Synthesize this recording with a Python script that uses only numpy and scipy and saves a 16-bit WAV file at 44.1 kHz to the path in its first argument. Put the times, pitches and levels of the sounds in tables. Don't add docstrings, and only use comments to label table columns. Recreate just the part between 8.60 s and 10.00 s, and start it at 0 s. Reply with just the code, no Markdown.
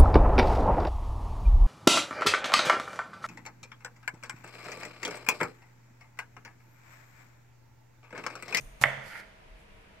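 import sys
import numpy as np
from scipy import signal
from scipy.fft import rfft, irfft
from scipy.io import wavfile

SR = 44100
rng = np.random.default_rng(int(sys.argv[2]) if len(sys.argv) > 2 else 0)


def master(y):
    cut = np.clip(np.atleast_2d(y).T, -1, 1)
    pcm = np.round(cut * 32767)
    wavfile.write(sys.argv[1], SR, pcm.astype(np.int16))


def invert_db(x):
    u = np.asarray(x, float) / 20
    return 10 ** u


N = 61739


def rms_one(x):
    return x / np.sqrt(np.mean(x ** 2) + 1e-20)


def in_time(rows):
    s, *columns = np.transpose(rows)
    return [np.interp(np.arange(N) / SR, s, c, -140, -140) for c in columns]


def at_hz(points, hz):
    table_hz, values = np.array(points).T
    return np.interp(np.log(hz), np.log(table_hz), values)


def spectrum_hz():
    return np.maximum(np.arange(N // 2 + 1) * SR / N, 1)


def band_pass(x, band_hz):
    return signal.sosfilt(signal.butter(2, band_hz, "band", fs=SR, output="sos"), x)


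def pan(x, db):
    return x * invert_db(np.array([[db / 2], [-db / 2]]))


def pair(mid_side, alike):
    alike = np.clip(alike, -1, 1)
    mid = np.sqrt(1 + alike) * mid_side[0]
    side = np.sqrt(1 - alike) * mid_side[1]
    return mid + side * np.array([[1], [-1]])


def coloured(x, spectrum):
    hz = spectrum_hz()
    gain = invert_db(at_hz(spectrum, hz)) * (hz > spectrum[0][0] / 2)
    return rms_one(irfft(rfft(x) * gain, N))


def ring(x, hz, t60):
    r, w = invert_db(-60 / (t60 * SR)), 2 * np.pi * hz / SR
    return signal.lfilter([0, np.sin(w)], [1, -2 * r * np.cos(w), r * r], x + 1e-18)


def clicks(rows):
    out = np.zeros(N)
    for s, db in rows:
        out[int(s * SR)] += invert_db(db)
    return out


def grains(per_s, spread_db):
    loudness = spread_db * np.minimum(rng.exponential(1, (2, N)), 4)
    sizes = invert_db(loudness) * rng.choice([-1, 1], (2, N))
    return sizes * (rng.random((2, N)) < per_s / SR)


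def crunch(curve_db, colour, per_s, alike, pan_db):
    noise = coloured(pair(grains(per_s, spread_db=4.0), alike), colour)
    return pan(invert_db(curve_db) * noise, pan_db)


def air():
    # f/Hz, density/dB per Hz
    air_colour = [(55, -16), (90, -6), (220, -15.5), (600, -14.5), (1300, -18), (2400, -16.5), (4200, -29),
                  (15800, -47)]
    # f/Hz, coherence/1
    air_likeness = [(60, 0.94), (130, .85), (290, .7), (640, -0.018), (1400, -0.1), (3100, -0.017),
                    (7000, -0.099)]
    # f/Hz, level/dB
    hum_tones = [(32.3, -64.5), (70.0, -68), (199.2, -70), (301.5, -87), (457.6, -70.5), (640.6, -68),
                 (855.9, -86.5), (958.2, -72.5)]
    # t/s, level/dB
    rumble_curve = [(0.0, -49), (0.302, -61), (0.322, -60), (0.474, -59.5), (0.528, -92), (0.564, -71),
                    (0.684, -61.5), (0.77, -80), (0.926, -52), (0.968, -53), (1.004, -75), (1.112, -53.5),
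                    (1.374, -71.5), (1.4, -63)]
    white = rfft(rng.standard_normal((2, N)))
    hiss = coloured(irfft(pair(white, at_hz(air_likeness, spectrum_hz())), N), air_colour)
    hum, hum_width_hz = 0, 6.0
    hum_t60 = np.log(1000) / np.pi / hum_width_hz
    for hz, db in hum_tones:
        tone = ring(rng.standard_normal((2, N + SR)), hz, hum_t60)[:, SR:]
        hum = hum + invert_db(db) * rms_one(pair(tone, at_hz(air_likeness, hz)))
    low = band_pass(rng.standard_normal((2, N + SR)), [25, 39])[:, SR:]
    rumble = pan(invert_db(in_time(rumble_curve)[0]) * rms_one(pair(low, 0.89)), 1.5)
    return invert_db(-57.5) * hiss + hum + rumble


def earlier_slide():
    # t/s, level/dB
    slide_force = [(0.0, -61), (0.012, -56.5), (0.018, -61.5), (0.178, -72.5), (0.2, -68)]
    # f/Hz, density/dB per Hz
    slide_colour = [(2060, -31.5), (3500, -9), (4800, -11), (6660, 2.5), (7320, -11), (8730, -1),
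                    (15800, -12.5)]
    return crunch(in_time(slide_force)[0], slide_colour, per_s=8100, alike=0.37, pan_db=-4.5)


def table_pushes():
    # t/s, level/dB
    pushes = [
        (.001, -51.5),
        (.213, -41),
        (.2575, -43),
        (.376, -50.5),
    ]
    # f/Hz, level/dB, T60/s
    table_modes = [(127, -7.5, .4), (134, 3.5, 0.44), (144, -8.5, .4), (210.4, -11.5, 1), (240, -12, .45)]
    push = clicks(pushes)
    return sum(pan(invert_db(db) * ring(push, hz, t60), rng.normal(0, 3)) for hz, db, t60 in table_modes)


def bands():
    band_edges = 20 * 2 ** np.arange(0, 9.8, .4)
    white = rng.standard_normal((2, 2, SR))
    for k, (low, high) in enumerate(zip(band_edges, band_edges[1:])):
        yield np.sqrt(low * high), band_pass(white[k % 2], [low, high])


def kitchen(x):
    # f/Hz, T60/s
    room_t60 = [(300, 1), (1000, 0.72), (2000, .58), (5000, 1), (12000, 0.39)]
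    # f/Hz, level/dB
    room_colour = [(300, -8.5), (560, 8), (800, -3), (1300, -4), (2000, -3), (3200, -3), (5000, -5),
                   (12000, -3.5)]
    rise_s = 0.0046
    t = np.arange(SR) / SR
    tail = 0
    for hz, band in bands():
        tail = tail + invert_db(at_hz(room_colour, hz) - 60 * t / at_hz(room_t60, hz)) * band
    tail = pair(tail * (1 - np.exp(-(t / rise_s) ** 2)), 0.21)
    tail = tail / np.sqrt(np.sum(tail ** 2) / 2)
    wet = signal.fftconvolve(tail, x.mean(axis=0)[None], axes=1)[:, :N]
    return pan(invert_db(-9.5) * wet, -4.5)


def wet_ticks():
    # t/s, peak level/dB, f/Hz
    tick_rows = [
        (.011, -46, 6200),
        (.012, -47, 9000),
        (.0115, -49, 11500),
        (.156, -61, 10000),
        (.992, -63, 9500),
        (.598, -56, 8600),
        (.598, -54, 4900),
        (.556, -36, 1950),
    ]
    ring_cycles = 12
    out = 0
    for s, db, hz in tick_rows:
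        t60 = ring_cycles / hz
        drop = ring(ring(clicks([(s, 0)]), hz, t60), hz, t60)
        out = out + invert_db(db) * drop / np.abs(drop).max()
    return pan(out, -3.5)


def slice_through():
    # t/s, level/dB
    slice_force = [(.2, -62.5), (.209, -59), (.215, -33), (.226, -32), (.232, -42.5), (.24, -33.5),
                   (.246, -67)]
    # f/Hz, density/dB per Hz
    slice_colour = [(180, -38.5), (300, -27), (391, -8.5), (853, -3), (3790, -14), (4550, -10.5),
                    (6240, -12), (10300, -14), (15800, -23)]
    return crunch(in_time(slice_force)[0], slice_colour, per_s=14000, alike=.3, pan_db=-3)


def knock():
    # t/s, peak level/dB, f/Hz, contact/s, left-right/dB
    touches = [
        (.23792, -7.5, 2300, .0014, -7),
        (.23881, -4.8, 1920, .0016, -6),
        (.23756, -21, 1050, .003, -2),
        (.23794, -18, 2900, .0012, 7),
        (.23854, -21, 1400, .002, 3),
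        (.2378, -25, 620, .004, -5),
    ]
    knock_band = [350, 3800]
    contact_edge, contact_skew = .6, .6
    t, out = np.arange(N) / SR, np.zeros((2, N))
    for s, db, hz, length, pan_db in touches:
        phase = np.clip((t - s) / length, 0, 1) ** contact_skew
        shape = np.abs(np.sin(np.pi * phase)) ** contact_edge * (t < s + length)
        out -= pan(invert_db(db) * shape * np.sin(2 * np.pi * hz * (t - s)), pan_db)
    return band_pass(out + 1e-18, knock_band)


def board_ringing():
    # f/Hz, level/dB, T60/s
    ringing_modes = [(532, -44, .4), (559, -43, 0.43), (575, -50, 0.79), (606, -42.5, 0.4),
                     (637, -45.5, 0.24), (665, -43.5, 0.35), (699, -43.5, 0.27), (815, -38, .2),
                     (930, -51, 0.46)]
    knock_s = .2385
    out = 0
    for k, (hz, db, t60) in enumerate(ringing_modes):
        mode = ring(clicks([(knock_s, db)]), hz, t60)
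        out = out + pan(mode, rng.normal(-9, 3)) * (-1) ** k
    return out


def first_echoes(direct):
    # delay/s, left level/dB, right level/dB
    echo_paths = [(.0037, -12, -10), (.0074, -16, -26), (.0091, -26, -13), (.0165, -17, -24),
                  (.0198, -20, -17)]
    source, out = direct.mean(axis=0), 0
    for lag, left_db, right_db in echo_paths:
        out = out + np.roll(source, int(lag * SR)) * invert_db(np.array([[left_db], [right_db]]))
    return out


def drag_out():
    # t/s, hiss level/dB, board rub level/dB
    drag_curve = [(.4, -77, -51), (.46, -57.5, -51.5), (.525, -57, -46), (.535, -59, -42), (.55, -58, -46),
                  (.556, -57.5, -36), (.566, -58, -41.5), (.602, -57.5, -46), (.64, -82, -54.5)]
    # f/Hz, density/dB per Hz
    drag_colour = [(2500, -16), (3500, -5), (4700, 2), (5800, -6), (8400, -7.5), (10700, -7), (13000, -11),
                   (15800, -15)]
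    # f/Hz, width/Hz, level/dB
    rubbed_modes = [(840, 144, -16.5), (1410, 200, -9.5), (1880, 410, -5.5), (2274, 290, -8.5),
                    (3080, 530, -19.5)]
    pan_db = -3.5
    hiss_db, rub_db = in_time(drag_curve)
    slips = pair(grains(per_s=3000, spread_db=3.0), .6)
    wood = 0
    for k, (hz, width_hz, db) in enumerate(rubbed_modes):
        wood = wood + (-1) ** k * invert_db(db) * np.sqrt(width_hz) * ring(slips, hz, 2.8 / width_hz)
    rub = pan(invert_db(rub_db) * rms_one(wood), pan_db)
    return rub + crunch(hiss_db, drag_colour, per_s=7700, alike=0.19, pan_db=pan_db)


def fingers():
    # t/s, level/dB
    finger_force = [(.65, -85), (.95, -84), (1.0, -72.5), (1.06, -84), (1.15, -78.5), (1.4, -87)]
    # f/Hz, density/dB per Hz
    finger_colour = [(6000, -9), (8700, -0.5), (9700, -9), (10700, 3), (11600, -10), (13000, -5),
                     (14200, -18), (15800, -14)]
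    return crunch(in_time(finger_force)[0], finger_colour, per_s=9000, alike=0.25, pan_db=-2.6)


def scene():
    direct = knock()
    knife = earlier_slide() + wet_ticks() + slice_through() + direct + drag_out() + fingers()
    wood = table_pushes() + board_ringing()
    return air() + knife + first_echoes(direct) + kitchen(knife) + wood


def top_cut(x):
    return signal.sosfilt(signal.butter(12, 15970, fs=SR, output="sos"), x)


def record(dry):
    low_pass = signal.cheby2(12, 40, 15850, fs=SR, output="sos")
    mix = np.clip(signal.sosfilt(low_pass, dry), -1, 1)
    return top_cut(mix)


dry = scene()
out = record(dry)
master(out)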